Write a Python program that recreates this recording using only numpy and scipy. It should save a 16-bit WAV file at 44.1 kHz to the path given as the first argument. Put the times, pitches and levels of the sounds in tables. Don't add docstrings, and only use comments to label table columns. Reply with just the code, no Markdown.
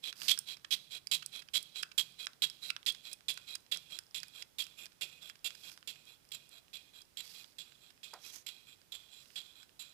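import sys
import numpy as np
from scipy import signal
from scipy.fft import rfft, irfft, next_fast_len
from scipy.io import wavfile
from scipy.ndimage import uniform_filter1d

SR = 44100
rng = np.random.default_rng(int(sys.argv[2]) if len(sys.argv) > 2 else 0)


def dump_mix(stems):
    frames = np.atleast_2d(stems).T
    limited = np.clip(frames, -1, 1)
    pcm = np.round(limited * 32767).astype(np.int16)
    wavfile.write(sys.argv[1], SR, pcm)


def undo_db(level):
    steps = np.asarray(level, float) / 20
    return 10 ** steps


N = 437913
T = np.arange(N) / SR
AWAY = T / T[-1]

# (time [s], length [s], bite force [dB], chatter force [dB], extra level of the ring near 4 kHz [dB])
CUT_STROKES = [(0.281, 0.039, -19.5, -23, -7), (0.707, 0.031, -36, -26.5, 5.5),
               (1.113, 0.036, -27, -25, 0.5), (1.535, 0.036, -52, -29.5, 4), (1.978, 0.027, -20, -27.5, -4),
               (2.42, 0.025, -27.5, -28, 13), (2.862, 0.033, -21.5, -31, 2),
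               (3.283, 0.024, -28.5, -30.5, -2), (3.714, 0.029, -33, -33.5, 6.5),
               (4.145, 0.03, -29, -38, 6), (4.584, 0.034, -31, -32, -10), (5.01, 0.027, -31, -32.5, -18),
               (5.444, 0.03, -27, -35.5, -11), (5.874, 0.03, -31, -38, 3), (6.317, 0.036, -35, -46, 11),
               (6.731, 0.04, -49, -44.5, 4), (7.17, 0.035, -37.5, -45, 11), (7.584, 0.03, -36.5, -45.5, -1),
               (8.031, 0.026, -42, -45, -11), (8.464, 0.028, -29.5, -38, -2),
               (8.92, 0.037, -37.5, -48.5, 12), (9.357, 0.032, -36.5, -45.5, 11),
               (9.793, 0.032, -39, -46.5, 8)]
# (time [s], contact [s], rubbing force at mid-stroke [dB])
RETURN_STROKES = [(0.035, 0.073, -35.5), (0.472, 0.075, -36.5), (0.913, 0.07, -37), (1.327, 0.078, -41.5),
                  (1.757, 0.06, -39), (2.192, 0.062, -40), (2.623, 0.086, -42.5), (3.045, 0.095, -44),
                  (3.474, 0.088, -45.5), (3.904, 0.073, -44.5), (4.344, 0.083, -45), (4.781, 0.078, -46.5),
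                  (5.217, 0.093, -48.5), (5.634, 0.067, -46.5), (6.066, 0.089, -57.5), (6.514, 0.082, -54),
                  (6.942, 0.079, -52.5), (7.343, 0.084, -48.5), (7.814, 0.084, -56), (8.237, 0.07, -50.5),
                  (8.674, 0.072, -54.5), (9.121, 0.11, -54.5), (9.559, 0.086, -54.5)]


def along(points, s):
    return np.interp(s, *np.transpose(points))


def shape(x, points):
    hz, db = np.transpose(points)
    size = next_fast_len(N + SR // 10)
    log_hz = np.log(np.arange(size // 2 + 1) * SR / size + 1)
    gain = undo_db(np.interp(log_hz, np.log(hz), db))
    return irfft(rfft(x, size) * gain, size)[..., :N]


def unit(x):
    return x / np.sqrt(np.mean(x ** 2))


def ring(x, hz, width_hz):
    radius = np.exp(-np.pi * width_hz / SR)
    angle = 2 * np.pi * hz / SR
    poles = [1, -2 * radius * np.cos(angle), radius * radius]
    return np.sqrt(1 - radius * radius) * signal.lfilter([1, 0, -1], poles, x)


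def grit(grain_s, rough_db):
    grain = max(int(grain_s * SR), 2)
    steps = np.repeat(rng.standard_normal(N // 2 + 1)[:N // grain + 1], grain)[:N]
    strength = undo_db(rough_db * uniform_filter1d(steps, grain))
    return unit(strength * rng.standard_normal(N))


def lumps(lump_s=0.004, lump_db=3):
    lump = int(lump_s * SR)
    steps = lump_db * rng.standard_normal(N // lump + 2)
    return undo_db(np.interp(np.arange(N) / lump, np.arange(len(steps)), steps))


def cut_force(bite_rise_s=0.0007, bite_s=0.004, build_s=0.0049, exit_s=0.0099, drag_s=0.12):
    # (time [s], level 0.1 s after the cut begins [dB])
    drag_curve = [(0, -50.5), (5.5, -50.5), (6.8, -55), (8.2, -50.5), (9.9, -50)]
    force, drag = np.zeros((2, N))
    uneven = lumps()
    for s, length, bite_db, chatter_db, _ in CUT_STROKES:
        i = int(s * SR)
        t = T[:min(SR // 2, N - i)]
        span = slice(i, i + len(t))
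        bite = undo_db(bite_db) * np.exp(-t / bite_s) * (1 - np.exp(-t / bite_rise_s))
        leaving = np.exp(-np.maximum(t - length, 0) / exit_s)
        through = undo_db(chatter_db) * leaving * (1 - np.exp(-t / build_s))
        force[span] += bite + through * uneven[span]
        drag[span] += undo_db(along(drag_curve, s)) * np.exp((0.1 - t) / drag_s)
    return force, drag


def return_force(rise_s=0.0038, let_go_s=0.003, sag_db_per_s=-28.5):
    force = np.zeros(N)
    for s, length, db in RETURN_STROKES:
        start, stop = max(int((s - 0.05) * SR), 0), int((s + length + 0.05) * SR)
        t = T[start:stop] - s
        gate = 1 / (1 + np.exp(-t / rise_s)) / (1 + np.exp((t - length) / let_go_s))
        force[start:stop] = gate * undo_db(db + sag_db_per_s * (t - length / 2))
    return force


def bar_modes(cutting, returning, dragging, drag_ring_db=-4, drag_dull_db=-3, scatter_db=2,
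              tilt_scatter_db=2.5, sharpest=40):
    # (frequency [Hz], width before damping [Hz], level cutting [dB],
    # level returning [dB], change with the phone half way off [dB], change furthest off [dB])
    mode_table = [(635, 450, -39.5, -33, 15, 5.5), (1500, 550, -44.5, -25, 11.5, 10.5),
                  (2499, 61, -20, -11.5, 8, 3), (2757, 102, -14, -17, 11, 3), (3310, 67, 1.5, -1, 0, -2.5),
                  (3442, 41, -1, -5.5, -0.5, 3.5), (3917, 33, -2, -1.5, -4.5, -3),
                  (4010, 27, -22, -20.5, -11, 1), (4360, 30, -19, -29, 5, -8),
                  (4840, 73, -54, -30, 12.5, -38), (5490, 100, -54.5, -35, 21, 9),
                  (7310, 114, -12, -22, 4.5, 6.5), (7240, 100, -19.5, -21.5, 13.5, 11.5),
                  (9520, 420, -17.5, -20, 6, -12), (11400, 1300, -24.5, -25, 15, 14)]
    # (time [s], level [dB])
    return_4k = [(0, 0.5), (2.6, 5.5), (3.9, 6), (4.8, -8), (5.3, 0), (5.9, 5), (8.2, 2), (9.6, 3)]
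    starts = np.sort([0] + [row[0] - 0.02 for row in CUT_STROKES + RETURN_STROKES])
    stroke = np.searchsorted(starts, T, side="right") - 1
    tilt_db = tilt_scatter_db * rng.standard_normal(len(starts))
    cut_4k_db = along([(row[0], row[4]) for row in CUT_STROKES], starts)
    return_4k_db = along(return_4k, starts)
    modes = 0
    for hz, width, cut_db, back_db, half_db, far_db in mode_table:
        db = np.interp(starts, [0, T[-1] / 2, T[-1]], [0, half_db, far_db])
        db = db + scatter_db * rng.standard_normal(len(starts))
        near_4k = np.exp(-((hz - 4000) / 300) ** 2)
        lean_db = tilt_db * np.clip(np.log2(hz / 3300), -1, 1)
        cut = undo_db(db + cut_db + lean_db + cut_4k_db * near_4k)
        rubbed = undo_db(db + back_db + return_4k_db * near_4k)
        dull_db = drag_dull_db * max(np.log2(hz / 4000), 0)
        dragged = undo_db(db + back_db + drag_ring_db + dull_db)
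        push = cut[stroke] * cutting + rubbed[stroke] * returning + dragged[stroke] * dragging
        modes = modes + ring(push, hz, max(width, hz / sharpest))
    return undo_db(-8.5) * modes


def tearing(force, back, drag, cut_db=-5, back_db=-16, drag_db=-8, far_db=-7):
    # (frequency [Hz], level [dB])
    tear_colour = [(300, -34), (1200, -36.5), (2500, 6), (4000, 13), (6000, 1.5), (9000, -5), (13000, -3),
                   (16000, -13.5)]
    strength = undo_db(cut_db) * force + undo_db(back_db) * back + undo_db(drag_db) * drag
    hiss = strength * grit(grain_s=0.0027, rough_db=0.5)
    return shape(hiss * undo_db(far_db * AWAY), tear_colour)


def bed_drone(drag, hz=143, width_hz=16.5, rest_db=-88, gain_db=-31.5, far_db=-11.5):
    strength = (undo_db(rest_db) + undo_db(gain_db) * drag) * undo_db(far_db * AWAY)
    return ring(strength * rng.standard_normal(N), hz, width_hz)


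def slotting_bar():
    force, drag = cut_force()
    back = return_force()
    cutting = force * grit(grain_s=0.0012, rough_db=3.0)
    rasp = grit(grain_s=0.0014, rough_db=3.5)
    modes = bar_modes(cutting, rasp * back, rasp * drag)
    return modes + tearing(force, back, drag) + bed_drone(drag)


def stray_chips(per_s=18, near_db=-53, far_db=-10, scatter_db=5, colour=0.38):
    times = np.cumsum(rng.exponential(size=300)) / per_s
    chance = rng.standard_normal((300, 2))
    return [(s, 0.002, near_db + far_db * s / T[-1] + scatter_db * a, colour + 0.33 * b)
            for s, (a, b) in zip(times, chance)]


def ticks(fall_db=9, tail_db=-15, tail_s=0.0033):
    # (time [s], contact [s], level [dB], colour [octaves above 4 kHz])
    contacts = [(0.126, 0.0038, -33, 0), (0.2162, 0.0042, -31, -0.06), (0.3754, 0.002, -28, 0),
                (0.3883, 0.0026, 7.5, 2.5), (0.566, 0.008, -45.5, 0.1), (0.644, 0.0078, -41.5, -0.5),
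                (1.0703, 0.0022, -24.5, 0.5), (1.142, 0.011, -21, 1.8), (1.221, 0.011, -41, 0),
                (1.2605, 0.0029, -19.5, 1.5), (1.4135, 0.016, -48, 0), (1.4859, 0.0026, -43, -0.5),
                (1.6268, 0.003, -13, 2.3), (1.758, 0.0021, -34.5, -0.67), (1.8252, 0.0072, -31.5, 0.6),
                (1.8302, 0.0046, -27, -0.18), (1.9128, 0.011, -47.5, -0.13), (2.2583, 0.0013, -15, 2.3),
                (2.2677, 0.0031, -26.5, -0.13), (2.331, 0.0044, -47.5, 0), (2.4987, 0.0022, -31, 0.6),
                (2.7007, 0.0059, -23.5, 0), (2.7639, 0.0023, -31, -0.47), (2.829, 0.0022, -47, -0.8),
                (2.853, 0.0026, -45, 0.5), (2.9195, 0.0071, -36.5, 1.5), (2.9465, 0.0048, -39, 0),
                (3.1285, 0.0061, -21, 1.8), (3.2073, 0.00096, -39.5, 0.3), (3.3362, 0.009, -32, 2),
                (3.373, 0.0057, -32.5, 0.2), (3.5463, 0.0036, -30.5, 2.5), (3.5501, 0.0073, -28, 0.42),
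                (3.6632, 0.0032, -52, -0.2), (3.7607, 0.0025, -36, -1.5), (3.786, 0.002, -36, -7),
                (3.935, 0.0011, -28, -8), (4.066, 0.002, -52, 0.3), (3.7718, 0.0016, -24, 0.8),
                (3.9875, 0.0027, -23.5, 0.3), (4.2015, 0.0018, -31.5, 0.6), (4.2312, 0.0027, -28.5, 0.4),
                (4.236, 0.0026, -45, -0.5), (4.2825, 0.0004, -24.5, 1.5), (4.4208, 0.0077, -35, 0.15),
                (4.6373, 0.0065, -39, 0.7), (4.6668, 0.0016, -33.5, 0.4), (4.8558, 0.0032, -34.5, 0.4),
                (4.8609, 0.0075, -42.5, 0.2), (4.9181, 0.005, -53, -0.1), (5.2918, 0.0019, -37, 1),
                (5.2972, 0.0026, -33, 0.06), (5.353, 0.0062, -49.5, 0), (5.5052, 0.0019, -34, -0.1),
                (5.5494, 0.0047, -39.5, 0.3), (5.7151, 0.0045, -37.5, 0.3), (5.7755, 0.0014, -36.5, 0),
                (5.827, 0.0024, -48.5, -0.5), (5.953, 0.009, -40.5, -2.2), (6.053, 0.0024, -45, 1.2),
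                (6.158, 0.003, -56, -1.9), (6.2508, 0.0027, -58, 0.3), (6.2883, 0.0026, -46, 1.1),
                (6.68, 0.004, -61, -1.2), (6.4907, 0.003, -32, 2), (7.0131, 0.0094, -48, 0.6),
                (7.4407, 0.0064, -47, -0.1), (7.72, 0.0035, -56, -1.1), (7.9, 0.0099, -51.5, 0.1),
                (7.976, 0.003, -44.5, -2.14), (8.031, 0.002, -46, 0), (8.135, 0.0058, -36, 0.5),
                (8.8146, 0.0033, -53, 0.1), (9.2567, 0.0033, -48, 0), (9.302, 0.0047, -55.5, -1.2),
                (9.692, 0.0036, -57, -0.1), (9.6294, 0.0031, -43, 0.1)]
    # (frequency [Hz], width of the first of two passes [Hz], level [dB])
    mode_groups = [
        [(1670, 630, 5.5), (2380, 1900, 14.5)],
        [(3920, 2100, -13), (5000, 680, 2), (6200, 400, -12)],
        [(8860, 3100, -1.5), (10730, 1300, -10), (14400, 3200, -10)],
    ]
    # (colour [octaves above 4 kHz], level to even the groups out [dB])
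    group_middles = [(-0.87, -7.5), (0.6, -3.5), (1.02, -6)]
    middle, even_db = np.transpose(group_middles)
    blows = np.zeros((3, N))
    for s, contact, db, colour in [*contacts, *stray_chips()]:
        i = int(s * SR)
        push = np.hanning(max(int(contact * SR), 8))[:max(N - i, 0)]
        group_db = db + even_db - fall_db * (middle - colour) ** 2
        blows[:, i:i + len(push)] += undo_db(group_db)[:, None] * push
    keep = np.exp(-1 / (tail_s * SR))
    blows = blows + undo_db(tail_db) * signal.lfilter([4 * (1 - keep)], [1, -keep], blows)
    blows = blows * rng.standard_normal((3, N))
    out = np.zeros(N)
    for blow, group in zip(blows, mode_groups):
        for hz, width, db in group:
            rung = ring(ring(blow, hz, width), hz, 2 * width)
            out += undo_db(db) * rung * np.sqrt(width / SR)
    return out


def rub(focus_db=-3, edge_db=-16):
    # (time [s], swell [s], hold [s], fade [s], level of the broad hiss [dB], peak [Hz])
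    swishes = [(0.156, 0.073, 0.056, 0.046, -44, 4820), (5.505, 0.15, 0.068, 0.069, -56, 5000),
               (7.21, 0.035, 0.12, 0.17, -54, 4680), (8.187, 0.07, 0.043, 0.038, -51.5, 5620),
               (8.315, 0.022, 0.03, 0.061, -49, 6200), (8.997, 0.21, 0.21, 0.065, -64.5, 5000)]
    # (frequency [Hz], level [dB])
    hiss_colour = [(500, -13.5), (1500, -6), (2500, -2.5), (5000, -2.5), (9000, -6), (13000, -3.5),
                   (16000, -12)]
    out = np.zeros(N)
    hiss = unit(shape(grit(grain_s=0.0028, rough_db=-3.0), hiss_colour))
    for s, swell, hold, fade, db, hz in swishes:
        span = slice(int((s - 0.01) * SR), int((s + swell + hold + fade + 0.01) * SR))
        corners = np.cumsum([s - 0.01, 0.01, swell, hold, fade, 0.01])
        level = np.interp(T[span], corners, [-120, db + edge_db, db, db, db + edge_db, -120])
        peak = unit(ring(hiss[span], hz, width_hz=1000))
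        out[span] += undo_db(level) * (hiss[span] + undo_db(focus_db) * peak)
    return out


def knock(at_s=8.134, hz=620, width_hz=700, t60_s=0.17, level_db=-60.5):
    fall_db = -60 * np.maximum(T - at_s, 0) / t60_s
    burst = (T >= at_s) * undo_db(level_db + fall_db) * rng.standard_normal(N)
    return ring(ring(burst, hz, width_hz), hz, 2 * width_hz)


def room(x, t60_s=0.25):
    t = T[:SR // 2]
    tail = rng.standard_normal((2, len(t))) * undo_db(-60 * t / t60_s) * (t > 0.004)
    tail = tail / np.sqrt(np.sum(tail ** 2, axis=1, keepdims=True))
    return signal.fftconvolve(x[None], tail, axes=1)[:, :N]


def covered_port(near, echo, lag=14, echo_db=1):
    # (frequency [Hz], level [dB])
    cover = [(60, -10), (150, 5), (380, 0), (700, -7.5), (1300, -13), (2400, -22.5), (3300, -38.5),
             (4400, -35), (8000, -43), (15000, -41)]
    return shape(np.roll(near, lag) + undo_db(echo_db) * echo, cover)


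def shop_noise(open_db=-65):
    # (frequency [Hz], level [dB])
    shop_colour = [(15, -42), (25, -4), (92, 1), (840, -8), (1020, -9.5), (1330, -9.5), (5570, -10),
                   (6380, -13.5), (16000, -15)]
    # (frequency [Hz], level [dB])
    left_colour = [(60, -6.5), (300, -2.5), (1500, -11), (8000, -8)]
    left, right = unit(shape(rng.standard_normal((2, N)), shop_colour)) * undo_db(open_db)
    return np.array([shape(left, left_colour), right])


def scene(echo_db=-20):
    near = slotting_bar() + ticks() + rub()
    echo = room(near)
    left = covered_port(near, echo[0])
    shop = shop_noise()
    right = near + undo_db(echo_db) * echo[1]
    knock_balance = undo_db(np.array([[-4], [0]]))
    return np.array([left, right]) + knock() * knock_balance + shop


def low_pass(x):
    return signal.sosfilt(signal.butter(12, 16530, fs=SR, output="sos"), x)


def record(dry):
    roll_off = signal.ellip(6, 1, 30, 15300, fs=SR, output="sos")
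    mix = signal.sosfilt(roll_off, dry)
    return low_pass(mix)


dry = scene()
out = record(dry)
dump_mix(out)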